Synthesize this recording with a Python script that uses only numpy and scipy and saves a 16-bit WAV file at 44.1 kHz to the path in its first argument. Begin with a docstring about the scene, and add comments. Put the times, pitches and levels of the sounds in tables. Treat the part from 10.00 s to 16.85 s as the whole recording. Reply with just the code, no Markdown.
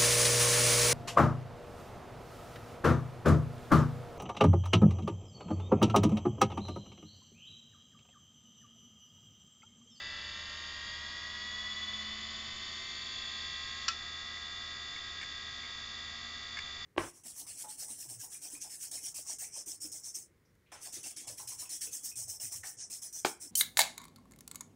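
"""An old hard drive runs up to full speed: sine tones and noise from its motor and ball bearing climb
through the fixed resonances of its housing, over the hum and moving air of a power-supply fan.
Just after the speed locks, the head latch snaps open: bursts of noise, ringing tones and a short echo.
Then the head arm seeks a few times, heard as ticks of fading noise, while the tones hold steady in pitch.
One microphone with a narrow band hears it all, so both channels are alike."""
import sys
import numpy as np
from scipy.fft import rfft, irfft, next_fast_len
from scipy.io import wavfile
from scipy.ndimage import map_coordinates

SR = 44100
rng = np.random.default_rng(int(sys.argv[2]) if len(sys.argv) > 2 else 0)


def generate_wav(sig):
    """Save sig (samples, or channels by samples) to the path in sys.argv[1] as 16-bit PCM at SR."""
    pcm = np.round(np.clip(np.atleast_2d(sig).T, -1, 1) * 32767).astype(np.int16)
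    wavfile.write(sys.argv[1], SR, pcm)


N = 302085  # length in samples


def amp(db):
    """Turn decibels into a plain factor."""
    return 10 ** (np.asarray(db) / 20)


def unit(x):
    """Scale a sound to an rms level of 1."""
    return x / np.sqrt(np.mean(x ** 2) + 1e-20)


def along(points, hz):
    """Read a curve of (Hz, value) points, joined by straight lines on a log frequency axis."""
    point_hz, values = np.transpose(points)
    return np.interp(np.log(hz + 1), np.log(np.sort(point_hz)), values)


def wobble(rate, samples=np.arange(N)):
    """A smooth random curve at the given samples, with `rate` random knots a second."""
    knots = rng.standard_normal(size=512)
    return map_coordinates(knots, [samples * rate / SR], mode="mirror")


def filtered(x, response):
    """Multiply the spectrum of x by a response that depends on frequency."""
    padded = next_fast_len(len(x) + 8192, True)  # silence at the end gives the filter room to ring
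    hz = np.fft.rfftfreq(padded, 1 / SR)
    return irfft(rfft(x, padded) * response(hz), padded)[:len(x)]


def coloured(x, spectrum):
    """Shape x with a (Hz, dB) spectrum, then scale it to an rms level of 1."""
    return unit(filtered(x, lambda hz: amp(along(spectrum, hz))))


def noise(samples, spectrum):
    """Random hiss with the given spectrum, at an rms level of 1."""
    return coloured(rng.standard_normal(samples), spectrum)


def add(track, s, sound):
    """Mix a sound into the track, starting at s seconds."""
    start = round(s * SR)
    track[start:start + len(sound)] += sound[:N - start]


# Colour of the fan's and the room's air noise.
# Each row: frequency in Hz, relative level in dB per Hz.
AIR_COLOUR = [(10, 7.5), (25, 0.5), (55, 3.5), (90, 2), (120, 3), (170, -2), (260, -2.5), (450, -8),
              (800, -8), (1800, -9), (5000, -41.5), (9000, -16.5)]
FAN_HZ, FAN_DB = 76.4, -60.0  # pitch of the hum, and the rms level it wavers around


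def fan():
    """A low hum, slightly unsteady in pitch and level, over the steady noise of moving air."""
    phase = 2 * np.pi * FAN_HZ * np.arange(N) / SR + 0.18 * wobble(rate=4.3)
    level = amp(FAN_DB + 1.3 * wobble(rate=1.9))
    hum = np.sqrt(2) * level * np.sin(phase)
    return hum + amp(-57.0) * noise(N, AIR_COLOUR)


# The ticks of the head arm as it starts, brakes and rebounds.
# Each row: start in seconds, level in dB, time to fade by 60 dB in seconds.
ARM_TICKS = [(4.371, -42, .04), (4.961, -39.5, 0.058), (5.2125, -36.5, 0.12), (5.229, -33.5, 0.026),
             (5.2346, -37, 0.027), (5.633, -41.5, 0.076), (5.656, -51, 0.11), (6.5706, -35, 0.082),
             (6.5881, -30, 0.046)]
# Colour of a tick. Each row: frequency in Hz, relative level in dB per Hz.
ARM_COLOUR = [(100, -18.5), (250, -11.5), (500, -31.5), (1100, -12.5), (1500, -17), (1700, 3.5), (1900, -7),
              (2150, 5.5), (2500, -10.5), (2800, -7.5), (3800, -35), (4900, -10.5), (6000, -24),
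              (8500, -13)]


def seeks():
    """Each kick of the voice coil makes the head arm tick: a burst of noise that fades away."""
    out = np.zeros(N)
    t = np.arange(SR // 4) / SR
    for s, db, t60 in ARM_TICKS:
        onset = 1 - np.exp(-t / 0.0005)
        fade = amp(db - 60 * t / t60)
        add(out, s, fade * onset * noise(len(t), ARM_COLOUR))
    return out


# Contacts of the head latch with its stop.
# Each row: start in seconds, level in dB, brightness in dB per octave.
LATCH_CONTACTS = [(3.8811, -20.5, 1.5), (3.8819, -22, -1.5), (3.885, -16.5, 0.5), (3.8909, -37, 2)]
# Ringing tones of the latch and the cover.
# Each row: frequency in Hz, relative level in dB, time to fade by 60 dB in seconds.
COVER_RING = [(1090, -20.5, .08), (1340, -10.5, 0.12), (1690, -17, 0.067), (2555, -7.5, .08),
              (2900, -9, 0.043), (3980, -22, .04), (4524, -8, 0.033), (4782, -12, .04), (5280, -10, 0.059),
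              (5420, -16, 0.045), (5825, -17, 0.081), (6810, -20, 0.059)]
# Colour of the crack. Each row: frequency in Hz, relative level in dB per Hz.
CRACK_COLOUR = [(300, -28), (800, -60), (1200, -4.5), (2100, -9.5), (2800, -3), (3800, -12), (4700, 1.5),
                (5500, -1.5), (6300, -16), (7500, -12), (9000, -22.5)]
# Colour of the case's answer. Each row: frequency in Hz, relative level in dB per Hz.
CASE_ECHO = [(300, -27), (1200, -3.5), (2600, -4.5), (4000, -1), (5400, 2), (6300, -11), (9000, -7)]


def latch(ring_db, crack_t60, echo_db, echo_t60):
    """The latch slaps its stop in a quick chatter; the cover rings and the case answers."""
    out = np.zeros(N)
    t = np.arange(SR // 3) / SR
    onset = 1 - np.exp(-t / 0.00083)
    for s, db, bright_db in LATCH_CONTACTS:
        def tilt(hz):
            """A brighter contact has more treble and less bass, balanced around 3500 Hz."""
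            return amp(bright_db * np.log2(np.clip(hz, 500, 6000) / 3500))

        ring = np.zeros(len(t))
        for hz, level_db, t60 in COVER_RING:
            tone = np.sin(2 * np.pi * (hz * t + rng.random()))
            ring += tilt(hz) * amp(level_db - 60 * t / t60) * tone
        crack = amp(-60 * t / crack_t60) * unit(filtered(noise(len(t), CRACK_COLOUR), tilt))
        echo = amp(echo_db - 60 * t / echo_t60) * noise(len(t), CASE_ECHO)
        add(out, s, amp(db) * (crack + amp(ring_db) * ring + echo) * onset)
    return out


# The spindle gathers speed ever more slowly, then locks.
LOCK_S = 3.855  # seconds
GAIN_PER_S, TAPER_PER_S2 = .0395, .00264  # share of full speed gained per s at the lock; fall of it per s
RELEASE_S = 0.026  # seconds the starting current takes to die away after the lock
# Bearing rush: dB under starting current, dB gained per s of run-up, dB lost per s at full speed
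PULL_DB, BUILD_DB_PER_S, SETTLE_DB_PER_S = 5, 0.54, 0.3


def run_up():
    """Speed (share of full), share of starting current and effort (dB), one value per sample."""
    t = np.arange(N) / SR
    before = np.maximum(LOCK_S - t, 0)
    after = np.maximum(t - LOCK_S, 0)
    speed = 1 - GAIN_PER_S * before - TAPER_PER_S2 * before ** 2 / 2
    current = np.clip(1 - after / RELEASE_S, 0, 1)
    effort_db = PULL_DB * current - BUILD_DB_PER_S * before - SETTLE_DB_PER_S * after
    return speed, current, effort_db


# Resonances of the drive's housing.
# Each row: frequency in Hz, width in Hz, strength in dB.
HOUSING_MODES = [(216.3, 13.9, 10.5), (377, 28, 9), (637.5, 5.6, 3), (1094, 90, 9.5), (1245, 190, 8.5),
                 (1636, 71, 10.5), (1910, 180, 9.5), (1960.4, 62, 16), (2075, 20, 7.5), (2355, 89, 4),
                 (2699, 160, 6), (2985, 160, 6.5), (3290, 66, 10.5), (3446, 104, 21), (3552, 203, 13),
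                 (3676, 260, 10), (4270, 480, 4.5), (4445, 83, 12.5), (4680, 186, 19), (5000, 360, 9),
                 (5386, 168, 10.5), (6490, 320, 11), (6960, 446, 14)]


def housing(hz):
    """Gain of the housing: a partial swells as it climbs through a resonance."""
    power = 1
    for centre, width, db in HOUSING_MODES:
        power = power + amp(db) ** 2 / (1 + (2 * (hz - centre) / width) ** 2) ** 2
    return np.sqrt(power)


SCATTER_DB, HIGHEST_HZ = 2.5, 7700  # lesser harmonics: scatter of level; limit before any sideband shift


def series(rate, shift, lesser_db, start_db, strong):
    """One row of harmonics: Hz at full speed, dB before the housing, extra dB under starting current."""
    for k in range(1, int(HIGHEST_HZ / rate) + 1):
        db = strong.get(k, lesser_db + rng.normal(0, SCATTER_DB))
        yield k * rate + shift, db, start_db


# Harmonics that stand out, for the motor, a flaw in the fixed race, one in the turning race,
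# a flaw on a ball, and that ball's sidebands above and below.
# Each entry: harmonic number, rms level in dB before the housing and without starting current.
MOTOR = {4: -73, 5: -86, 6: -81, 8: -68.5, 9: -75, 10: -74, 11: -84, 12: -70.5, 14: -74.5, 16: -79.5, 17:
         -76, 18: -82, 20: -88, 21: -79.5}
FIXED_RACE = {1: -81.5, 2: -75, 3: -75.5, 4: -73.5, 5: -69, 6: -67.5, 7: -69, 8: -70, 9: -74, 13: -82, 15:
              -80, 17: -80.5}
TURNING_RACE = {1: -70, 3: -69, 4: -78.5, 5: -70.5, 6: -69, 7: -78.5, 8: -71.5, 9: -69.5, 10: -72, 13: -80,
                15: -64.5, 31: -82.5}
BALL = {3: -76.5, 4: -68.5, 5: -70, 6: -69.5, 7: -66, 8: -68.5, 9: -73, 10: -71.5, 15: -76.5, 16: -77}
BALL_ABOVE = {2: -74, 4: -80, 5: -70, 9: -77, 11: -81, 12: -74, 13: -72.5, 14: -69.5, 15: -74, 16: -76, 17:
              -78.5, 18: -74.5, 19: -74, 20: -82.5, 22: -85}
BALL_BELOW = {6: -69, 7: -75.5, 9: -74, 10: -74.5, 11: -76.5, 12: -68.5, 13: -76, 14: -70, 16: -76, 17:
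              -77.5, 18: -75, 19: -79, 20: -79.5}
# At full speed: spindle turns per s, cage turns per s, contacts of a ball's flaw per s
SPINDLE_HZ, CAGE_HZ, BALL_HZ = 90.03, 56.59, 318.25
BALLS, PHASES = 7, 3  # balls in the bearing, phases of the motor


def partials():
    """Every harmonic of the motor and the ball bearing, in the form that series() gives."""
    # the motor's magnetic pull
    yield from series(PHASES * SPINDLE_HZ, 0, lesser_db=-92.5, start_db=7.1, strong=MOTOR)
    # balls cross a flaw in the fixed race, and one in the turning race
    yield from series(BALLS * CAGE_HZ, 0, lesser_db=-87, start_db=2.5, strong=FIXED_RACE)
    yield from series(BALLS * (SPINDLE_HZ - CAGE_HZ), 0, lesser_db=-92, start_db=-2.1, strong=TURNING_RACE)
    # a flaw on a spinning ball; the cage carries the ball round, which adds sidebands above and below
    yield from series(BALL_HZ, 0, lesser_db=-88, start_db=-1.6, strong=BALL)
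    yield from series(BALL_HZ, CAGE_HZ, lesser_db=-88, start_db=0.33, strong=BALL_ABOVE)
    yield from series(BALL_HZ, -CAGE_HZ, lesser_db=-85, start_db=1.3, strong=BALL_BELOW)


def whine(turned, current, waver_db, drift_db):
    """Partials locked to the spindle, each wavering and drifting as the balls shift in their races."""
    out = np.zeros(N)
    step = 64  # levels are worked out once per 64 samples
    ticks = np.arange(0, N, step)
    for hz, db, start_db in partials():
        unsteady_db = waver_db * wobble(8.1, ticks) + drift_db * wobble(1.1, ticks)
        gain_db = db + start_db * current[ticks] + unsteady_db
        cycles = hz * turned + rng.random()
        phase = 2 * np.pi * (cycles - np.floor(cycles)).astype(np.float32)
        out += np.repeat(amp(gain_db), step)[:N] * np.sin(phase)
    return np.sqrt(2) * out


def races(turned, count):
    """Tiny flaws in the races come round again and again: faint partials that rise with the speed."""
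    spectrum = np.zeros(N, complex)
    where, size, angle = rng.random((count, 3)).T
    bins = (where * N / 2).astype(int)
    spectrum[bins] = np.sqrt(-np.log(size)) * np.exp(2j * np.pi * angle)
    at_full_speed = irfft(spectrum)
    return map_coordinates(at_full_speed, [turned * SR], order=3)  # played at the spindle's pace


# Colour of the rolling noise before the housing.
# Each row: frequency in Hz, relative level in dB per Hz.
ROLLING_COLOUR = [(100, -28.5), (500, -10), (1000, -13.5), (1400, -7.5), (1950, 1), (2400, -4),
                  (3000, -0.5), (3450, 1.5), (4100, 2), (4700, -2.5), (5200, -5.5), (6000, -6),
                  (7000, -7.5), (9000, -4.5)]


def spindle():
    """Whine and rolling noise of the motor and bearing, radiated by the housing."""
    speed, current, effort_db = run_up()
    turned = np.cumsum(speed) / SR  # rotation, in seconds at full speed
    rush = amp(effort_db - 60.5 + 0.47 * wobble(rate=7)) * noise(N, ROLLING_COLOUR)
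    thicket = amp(0.45 * effort_db - 58.0) * coloured(races(turned, count=900), ROLLING_COLOUR)
    # rolling is spread over the races, so it picks out the resonances less sharply
    rolling = filtered(rush + thicket, lambda hz: housing(hz) ** 0.76)
    tones = whine(turned, current, waver_db=0.73, drift_db=1.32)  # quick waver, slow drift
    return rolling + filtered(tones, housing)


def scene():
    """Drive and fan reach both channels alike."""
    click = latch(ring_db=-6, crack_t60=0.018, echo_db=-22.0, echo_t60=0.27)  # t60 in seconds
    mono = fan() + seeks() + click + spindle()
    return np.array([mono, mono])


# Response of the microphone. Each row: frequency in Hz, gain in dB.
MICROPHONE_RESPONSE = [(10, 0), (7200, 0), (7650, -8), (8000, -31), (8350, -19), (8800, -22), (9200, -36)]
TOP_HZ = 9150  # nothing passes from here up


def record(dry):
    """The microphone's narrow band, with a notch near its upper edge."""
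    def response(hz):
        return amp(along(MICROPHONE_RESPONSE, hz)) * (hz < TOP_HZ)

    return np.array([filtered(side, response) for side in dry])


dry = scene()
out = record(dry)
generate_wav(out)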